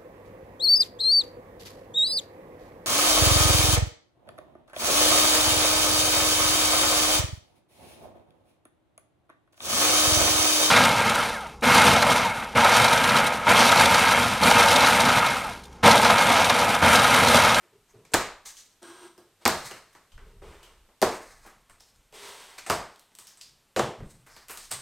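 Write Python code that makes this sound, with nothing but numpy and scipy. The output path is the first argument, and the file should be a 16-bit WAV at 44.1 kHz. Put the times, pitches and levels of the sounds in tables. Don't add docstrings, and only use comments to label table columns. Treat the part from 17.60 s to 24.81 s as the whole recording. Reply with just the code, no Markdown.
import sys
import numpy as np
from scipy import signal
from scipy.fft import rfft, irfft, next_fast_len
from scipy.io import wavfile
from scipy.ndimage import map_coordinates

SR = 44100
rng = np.random.default_rng(int(sys.argv[2]) if len(sys.argv) > 2 else 0)


def to_wav(sig):
    pcm = np.clip(np.atleast_2d(sig), -1, 1) * 32767
    pcm = np.round(pcm).astype(np.int16)
    wavfile.write(sys.argv[1], SR, pcm.T)


N = 317961


def amp(db):
    return 10 ** (np.asarray(db) / 20)


def unit(x):
    return x / np.sqrt(np.mean(x ** 2) + 1e-20)


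def along(points, hz):
    f, v = np.transpose(points)
    return np.interp(np.log(hz + 1), np.log(f + 1), v)


def filtered(x, response):
    n = x.shape[-1]
    m = next_fast_len(n + 8192)
    return irfft(rfft(x, m) * response(np.fft.rfftfreq(m, 1 / SR)), m)[..., :n]


def peak(f, hz, width_hz):
    return 1j * f * width_hz / (hz * hz - f * f + 1j * f * width_hz)


def modes(f, table):
    return sum((-1) ** k * amp(db) * peak(f, hz, width) for k, (hz, width, db) in enumerate(table))


def causal(power):
    cep = irfft(np.log(power + 1e-12) / 2)
    half = len(cep) // 2
    cep = np.r_[cep[0], 2 * cep[1:half], cep[half], np.zeros(half - 1)]
    return irfft(np.exp(rfft(cep)))[:half]


def swells(rows):
    start, rise, hold, t60, db = np.transpose(rows)[:5, :, None]
    t = np.arange(N) / SR - start
    fade = np.clip(t - rise - hold, 0, None) / t60
    return np.clip(t / rise, 0, 1) ** 2 * amp(db - 60 * fade)


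def grit(density, spread_db, uneven_db):
    draw = rng.random((2, N))
    catches = (draw[0] < density / SR) * amp(-spread_db * np.log(draw[1] + 0.22))
    pressure = map_coordinates(rng.standard_normal(N // 1000 + 4), [np.arange(N) / 1000])
    return unit(rng.standard_normal(N) * (1 + 0.92 * catches) * amp(uneven_db * pressure))


# frequency in Hz, relative spectral level in dB per Hz.
HUSH_SPECTRUM = [(35, -36.5), (60, 1.5), (185, 2), (334, -0.5), (1190, -3.5), (6600, -12.5), (8540, -10.5),
                 (14300, -7.5), (15400, -18.5), (16500, -32)]


def hush():
    noise = rng.standard_normal((2, N))
    return amp(-62.5) * unit(filtered(noise, lambda f: amp(along(HUSH_SPECTRUM, f))))


# start in seconds, rise in seconds, hold in seconds, fade t60 in seconds, level in dB.
AIR_LUMPS = [(0.1, .1, .3, .5, -74.5), (0.54, .04, .01, 0.3, -41), (0.66, .03, .05, 1.2, -60.5),
             (1.856, .035, .01, .9, -48.5), (2.5, .05, .35, 0.37, -44), (2.9, .05, 0.32, .3, -59),
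             (3.42, .035, .01, .45, -45.5), (3.58, .15, .11, 0.33, -54), (3.9, .03, .05, .9, -61.5),
             (4.085, .03, .01, 0.66, -58.5), (4.25, .13, .03, 1.2, -60), (4.6, .1, .35, .5, -71.5),
             (5.1, .01, .14, .18, -49), (5.8, .04, .14, .2, -72), (6.17, .04, .01, 0.42, -59),
             (6.36, .06, .02, .3, -39.5), (6.6, .1, .5, 0.54, -62.5)]
# start in seconds, rise in seconds, hold in seconds, fade t60 in seconds, level in dB.
BUMPS = [(0.1, 0.021, .01, 0.92, -66.5), (0.335, 0.021, .01, 0.53, -53),
         (0.538, 0.0042, 0.045, 0.23, -38.5), (1.22, 0.1, .01, 0.38, -72), (1.5, 0.091, 0.017, 0.9, -70.5),
         (1.856, 0.038, 0.0094, 0.77, -39.5), (2.33, 0.048, 0.012, .25, -74.5), (2.57, 0.078, .1, .5, -63),
         (2.8, 0.058, 0.011, .95, -60), (3.42, .005, .01, 0.41, -45), (3.87, 0.092, 0.064, .2, -71),
         (4.095, 0.017, 0.008, .9, -73), (4.5, 0.045, .45, .5, -74.5), (5.1, 0.0044, 0.032, 0.32, -36.5),
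         (5.65, 0.035, 0.012, .3, -71.5), (5.81, .03, 0.075, 0.7, -71.5), (6.163, 0.036, 0.011, .3, -28),
         (6.37, 0.043, 0.016, 0.26, -35), (6.5, .02, 0.034, 0.94, -56.5), (7.08, 0.05, 0.046, .5, -48)]
STILL_AIR_DB = -76.5


def rumble():
    air = filtered(rng.standard_normal(N), lambda f: peak(f, 27, 28) * peak(f, 24, 60))
    bump = filtered(rng.standard_normal(N), lambda f: peak(f, 125, 91) ** 2)
    air_level = swells(AIR_LUMPS).sum(axis=0) + amp(STILL_AIR_DB)
    return air_level * unit(air) + swells(BUMPS).sum(axis=0) * unit(bump)


# frequency in Hz, t60 in seconds.
GARAGE_T60 = [(80, 0.3), (250, 0.4), (1000, 0.44), (4000, 0.45), (10000, 0.33), (16000, 0.27)]


def garage(x):
    noise = rng.standard_normal((2, SR * 3 // 4))
    hz, t, z = signal.stft(noise, SR, nperseg=256)
    decay = amp(-60 * t / along(GARAGE_T60, hz)[:, None])
    tail = signal.istft(z * decay, SR, nperseg=256)[1]
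    tail = tail * (1 - np.exp(-np.arange(tail.shape[1]) / SR / 0.00071))
    return signal.fftconvolve(x[None], tail / np.linalg.norm(tail[0]), axes=1)


# frequency in Hz, width in Hz, level in dB.
BOX_MODES = [(100, 100, -6.5), (132, 81, -8.5), (205, 83, -8.5), (352, 59, -3), (441, 90, -3.5),
             (648.5, 146, 0.5), (760, 280, -1), (1041, 304, -2.5), (1224, 190, -0.5), (1500, 633, -4),
             (2094, 1350, -8)]


def box(f):
    return modes(f, BOX_MODES)


# start in seconds, rise in seconds, hold in seconds,
# fade t60 in seconds, hiss level in dB, pitch that picks the hiss bands in Hz,
# clatter on the box over hiss in dB.
RUSTLES = [(0.0, 0.0044, 0.084, .3, -74.5, 5200, 11.5), (0.264, .035, .01, 0.2, -63.5, 6370, 0),
           (0.442, .008, 0.0087, 0.22, -74, 4230, 13), (0.58, 0.03, 0.0087, 0.315, -44, 4820, 12.5),
           (0.847, .012, 0.0077, 0.46, -42.5, 5870, -7.5), (0.921, 0.026, .03, 0.36, -55.5, 6460, -25.5),
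           (0.956, 0.044, 0.0093, 0.54, -65, 4320, -22), (1.924, 0.021, 0.015, 0.81, -42.5, 4600, 3),
           (2.0, 0.049, 0.037, 0.19, -48, 5740, -4.5), (2.1, 0.0069, 0.012, 0.33, -57, 5000, 13),
           (3.488, 0.033, 0.011, 0.51, -46, 5730, 8), (3.629, .04, 0.018, 0.71, -60.5, 4700, -1),
           (3.717, 0.06, 0.016, 0.71, -64, 5740, 4.5), (4.086, 0.0072, .01, 0.28, -63, 7830, 9.5),
           (4.195, .006, .01, 0.42, -55.5, 5440, -14.5), (4.32, .03, 0.092, 0.28, -77.5, 5970, -16),
           (4.974, 0.0093, 0.0046, 0.061, -43.5, 4600, 3), (5.061, 0.0039, 0.0083, 0.31, -46.5, 6140, 12),
           (5.295, 0.017, 0.09, .2, -71, 4700, -4.5), (5.552, .045, 0.14, 0.28, -59.5, 6300, -4.5),
           (5.805, 0.0053, 0.0088, 0.47, -51, 5140, -17.5), (6.399, 0.11, .01, 0.42, -55, 7900, -7),
           (6.645, 0.1, 0.0076, 0.85, -52.5, 5060, -4.5), (6.866, 0.035, 0.043, 0.2, -56, 7900, 9.5),
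           (6.912, 0.083, .01, 0.68, -49.5, 5700, -12), (7.105, 0.0072, 0.0033, 0.38, -35, 8000, -4)]
RING_WIDTH = 0.13
WIDE_HISS = 0.3


def strap():
    centres_hz = np.array([4280, 5120, 6400, 8430])
    drag = grit(density=500, spread_db=2.0, uneven_db=2.24)

    def ribbon_band(hz):
        return unit(filtered(drag, lambda f: peak(f, hz, RING_WIDTH * hz) + WIDE_HISS * peak(f, 8000, 21000)))

    bands = np.array([ribbon_band(hz) for hz in centres_hz])
    clatter = unit(filtered(drag, lambda f: box(f) * peak(f, 1500, 3000) ** 2))
    out = np.zeros(N)
    for whip, (*_, hz, clatter_db) in zip(swells(RUSTLES), RUSTLES):
        shares = np.exp(-(np.log(hz / centres_hz) / 0.049) ** 2) + 0.032
        hiss = shares @ bands / np.linalg.norm(shares)
        out += whip * (hiss + amp(clatter_db) * clatter)
    return out


# frequency in Hz, relative level in dB.
PAPER_HISS = [(300, -30.5), (1500, -9), (3300, 3), (4800, 1), (6000, -1.5), (7200, -3.5), (8400, 0),
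              (10500, -3.5), (15000, -4.5)]
# frequency in Hz, width in Hz, level in dB.
KNIFE_MODES = [(660, 55, 1.5), (1240, 190, 1), (1640, 34, 1.5), (2240, 30, -8.5), (3180, 120, -13),
               (4000, 40, -4.5), (5800, 99, -12.5), (6120, 37, -11), (8600, 260, -9)]
# start in seconds, rise in seconds, hold in seconds,
# fade t60 in seconds, stroke level in dB, hiss over body in dB, lid hum over stroke level in dB,
# lid hum in Hz (it steers a blend of two tones), freedom of the knife to ring in dB (0 is about fully free).
STROKES = [(0.01, 0.024, 0.027, 0.33, -61.5, -7.5, -2.5, 385, -32),
           (0.101, 0.038, 0.034, 0.26, -69, -20, 12.5, 410, -16.5),
           (0.33, 0.012, 0.047, 0.49, -72.5, -13.5, 19, 403, -25),
           (1.213, 0.012, 0.24, 0.32, -41, 0.5, -8.5, 365, 0),
           (1.57, 0.016, 0.014, 0.3, -57, 2, 3.5, 360, 4.5),
           (1.79, 0.032, 0.014, .1, -53.5, -2, -9.5, 380, -16),
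           (2.579, 0.01, 0.043, 0.5, -57.5, -11, -1.5, 422, -13.5),
           (2.642, 0.024, 0.027, 0.58, -72.5, 3.5, 15, 425, -14),
           (2.816, 0.013, .03, 0.42, -55.5, -4, 8, 399, -22),
           (2.821, .07, .07, 0.74, -52.5, -5.5, -6.5, 392, -19),
           (2.975, 0.087, 0.027, 0.67, -60.5, -3.5, -7.5, 378, -14),
           (4.517, 0.026, 0.14, 0.88, -48, 3.5, -2.5, 412, -17),
           (4.544, 0.12, 0.18, 2.1, -49.5, 0.5, -21, 406, -7)]


def knife():
    drag = grit(density=570, spread_db=3.5, uneven_db=0.7)
    body = unit(filtered(drag, lambda f: box(f) * peak(f, 1100, 1500)))
    hiss = unit(filtered(drag, lambda f: amp(along(PAPER_HISS, f))))
    ring = unit(filtered(drag, lambda f: modes(f, KNIFE_MODES)))
    low_hum = unit(filtered(drag, lambda f: peak(f, 355, 24)))
    high_hum = unit(filtered(drag, lambda f: peak(f, 412, 24)))
    out = np.zeros(N)
    for stroke, (*_, hiss_db, hum_db, hum_hz, free_db) in zip(swells(STROKES), STROKES):
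        high_share = np.clip((hum_hz - 370) / 30, 0, 1)
        hum = np.sqrt(1 - high_share) * low_hum + np.sqrt(high_share) * high_hum
        free = amp(free_db)
        rub_gain = np.sqrt(1 - np.clip(0.94 * free, 0, 1))
        rubbed = rub_gain * (body + amp(hiss_db) * hiss) + 0.41 * free * ring
        out += stroke * (rubbed + amp(hum_db) * hum)
    return out


# start in seconds, crack peak in dB, crack in Hz,
# sharp edge over crack in dB, box knock over crack in dB, knock in Hz, garage answer in dB.
SNAPS = [(0.3456, -53, 2296, -17, 3, 415, 6), (0.4514, -41, 2330, -20, -11, 420, 3),
         (0.5184, -39.5, 7500, -8, -5, 510, 10), (0.5365, -7.5, 4330, -15, -2, 1810, 1.5),
         (0.5403, 0, 7090, -3, -5, 496, -5), (0.5462, -8.5, 3987, -10, 2.5, 998, -1.5),
         (0.858, -32.5, 6350, -5, -13.5, 1170, -1.5), (0.9685, -35, 6000, -13.5, -31, 1490, 10),
         (1.2291, -35, 8600, -11, -5, 390, 0.5), (1.5784, -44, 5100, 5.5, 2, 385, 3),
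         (1.8535, -3.5, 4470, -36, -7, 1050, 0), (1.8599, -7.5, 5100, -13, 6.5, 980, 0.5),
         (1.878, -3, 8300, 4.5, -9, 1210, -6), (2.1113, -28, 2900, -9, -8.5, 384, 4.5),
         (2.3292, -52.5, 2040, 2, -13, 1260, 10), (2.3499, -43.5, 1980, -6, 2, 1240, 7),
         (2.5186, -48.5, 3170, -15, -12.5, 990, 11.5), (2.578, -48, 1980, -16, 7.5, 1480, 1.5),
         (2.8185, -54, 2280, -1, 12.5, 418, 10.5), (3.03, -41.5, 3020, 1, -11, 813, 8),
         (3.288, -60.5, 2000, -9, 8, 853, 9), (3.4167, -13.5, 4670, 8, 0.5, 580, -1),
         (3.4248, -8.5, 1940, -12, 3.5, 620, 0), (3.4301, -17.5, 4020, -10, 10, 367, -2),
         (3.8501, -58.5, 2020, -1.5, 15, 1175, 8), (3.8627, -44, 2040, 1, 1.5, 1096, 12),
         (4.0973, -41, 8290, -7, -6, 1440, 5.5), (4.2058, -36, 5350, -6.5, -14.5, 714, 2.5),
         (4.36, -48.5, 6590, -5, -14, 1390, -3), (4.5255, -42.5, 3260, 0, -1, 410, 3),
         (4.9808, -40, 4430, -8, -8, 1900, 3.5), (4.9841, -30.5, 2370, -20, -13, 1900, 8),
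         (5.064, -28, 8260, -19, -9, 766, 12), (5.0987, -8.5, 4930, -2.5, 3.5, 1010, 1),
         (5.1074, -15, 7950, -6, 2.5, 680, 2.5), (5.3598, -39, 4340, -1, -13, 740, -3.5),
         (5.3947, -40.5, 4000, 6, -25.5, 760, 0.5), (5.518, -59, 1400, -8, 5.5, 1300, -10),
         (5.5514, -34, 8300, -2, -27, 1260, 0), (5.5871, -26.5, 8200, -1, -17, 1073, 3),
         (5.6699, -34.5, 5300, 2, -27.5, 1514, 7), (5.7723, -39, 7940, -7, -17.5, 1375, 8),
         (5.8121, -29, 4850, -11, -32.5, 1480, 5), (6.1623, -16, 3000, -16.5, 4, 464, 7),
         (6.194, -11.5, 3400, -20, 3.5, 481, 1.5), (6.4035, -50, 2080, -1, 14, 301, 3),
         (6.433, -49.5, 2000, -17, 10, 200.3, 0.5), (6.6636, -53.5, 2020, 4, 2, 1290, 17),
         (6.7644, -37.5, 4530, 3, -2, 1450, 6.5), (6.8836, -35.5, 2580, 6, -12, 1500, 8),
         (6.8952, -38.5, 2570, 5, -3.5, 1290, 16.5), (6.9087, -33, 9250, 14, -28, 1280, 4.5),
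         (6.9733, -26, 8300, 0, -14.5, 1120, 3.5), (7.111, -25.5, 8300, -12, -13.5, 1040, 17.5),
         (7.1151, -19.5, 8100, 8, -9, 1030, -19), (7.1238, -16, 8250, -10, -21, 1120, -2)]
CRACK_T60_S, KNOCK_T60_S, RISE_S = 0.0084, 0.011, 0.00013
THUD_DB = -9.5
CRISP_DB_PER_DB = 0.26


def snap_colours(db, crack_hz, knock_hz):
    crisp = amp(CRISP_DB_PER_DB * db + 2.0)
    return [lambda f: peak(f, crack_hz, RING_WIDTH * crack_hz) + crisp * peak(f, 4800, 6000),
            lambda f: peak(f, 14000, 16000) ** 2,
            lambda f: box(f) * peak(f, knock_hz, 0.83 * knock_hz),
            lambda f: box(f) * peak(f, 140, 230)]


def snaps():
    out = np.zeros((2, N + 2 * SR))
    t = np.arange(SR // 8) / SR
    grid = np.fft.rfftfreq(8192, 1 / SR)
    lives = [CRACK_T60_S, CRACK_T60_S, KNOCK_T60_S, KNOCK_T60_S]
    for start, db, crack_hz, edge_db, knock_db, knock_hz, wet_db in SNAPS:
        colours = snap_colours(db, crack_hz, knock_hz)
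        levels = amp([db, db + edge_db, db + knock_db, db + knock_db + THUD_DB])
        hit, power = np.zeros(len(t)), np.zeros(len(grid))
        for level, life, colour in zip(levels, lives, colours):
            burst = rng.standard_normal(len(t)) * amp(-60 * t / life) * (1 - np.exp(-t / RISE_S))
            part = filtered(burst, colour)
            part *= level / np.abs(part).max()
            hit += part
            even = np.abs(colour(grid)) ** 2
            power += even / even.mean() * np.sum(part ** 2)
        sound = amp(wet_db) * garage(causal(power))
        sound[0, :len(t)] += hit
        out[:, round(start * SR):][:, :sound.shape[1]] += sound
    return out[:, :N]


# time in seconds, gain of the side signal in dB.
TREBLE_WIDTH = [(0, -5), (3.5, -1.5), (3.56, -74.5), (7.21, -45)]


def scene():
    rubbing = knife() + strap()
    mid, side = snaps() + amp(-9.5) * garage(rubbing)[:, :N]
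    steady = hush()
    mid = mid + rubbing + rumble() + steady[0]
    times, width_db = np.transpose(TREBLE_WIDTH)
    width = amp(np.interp(np.arange(N) / SR, times, width_db))
    treble = filtered(side + steady[1], lambda f: 1 / (1 + (3000 / (f + 1)) ** 16) / (1 + f / 12000))
    low_hush = filtered(steady[1], lambda f: 1 / (1 + (f / 900) ** 6))
    side = width * treble + amp(-17.5) * low_hush
    return np.array([mid + side, mid - side])


# frequency in Hz, gain in dB.
MIC_COLOUR = [(2000, -5.5), (3000, -2.5), (5000, -4), (8300, -3), (10500, -9.5), (13000, -10),
              (15500, -16.5)]
TOP_HZ = 16100


def record(dry):
    return filtered(dry, lambda f: amp(along(MIC_COLOUR, f)) / (1 + (f / TOP_HZ) ** 80))


dry = scene()
out = record(dry)
to_wav(out)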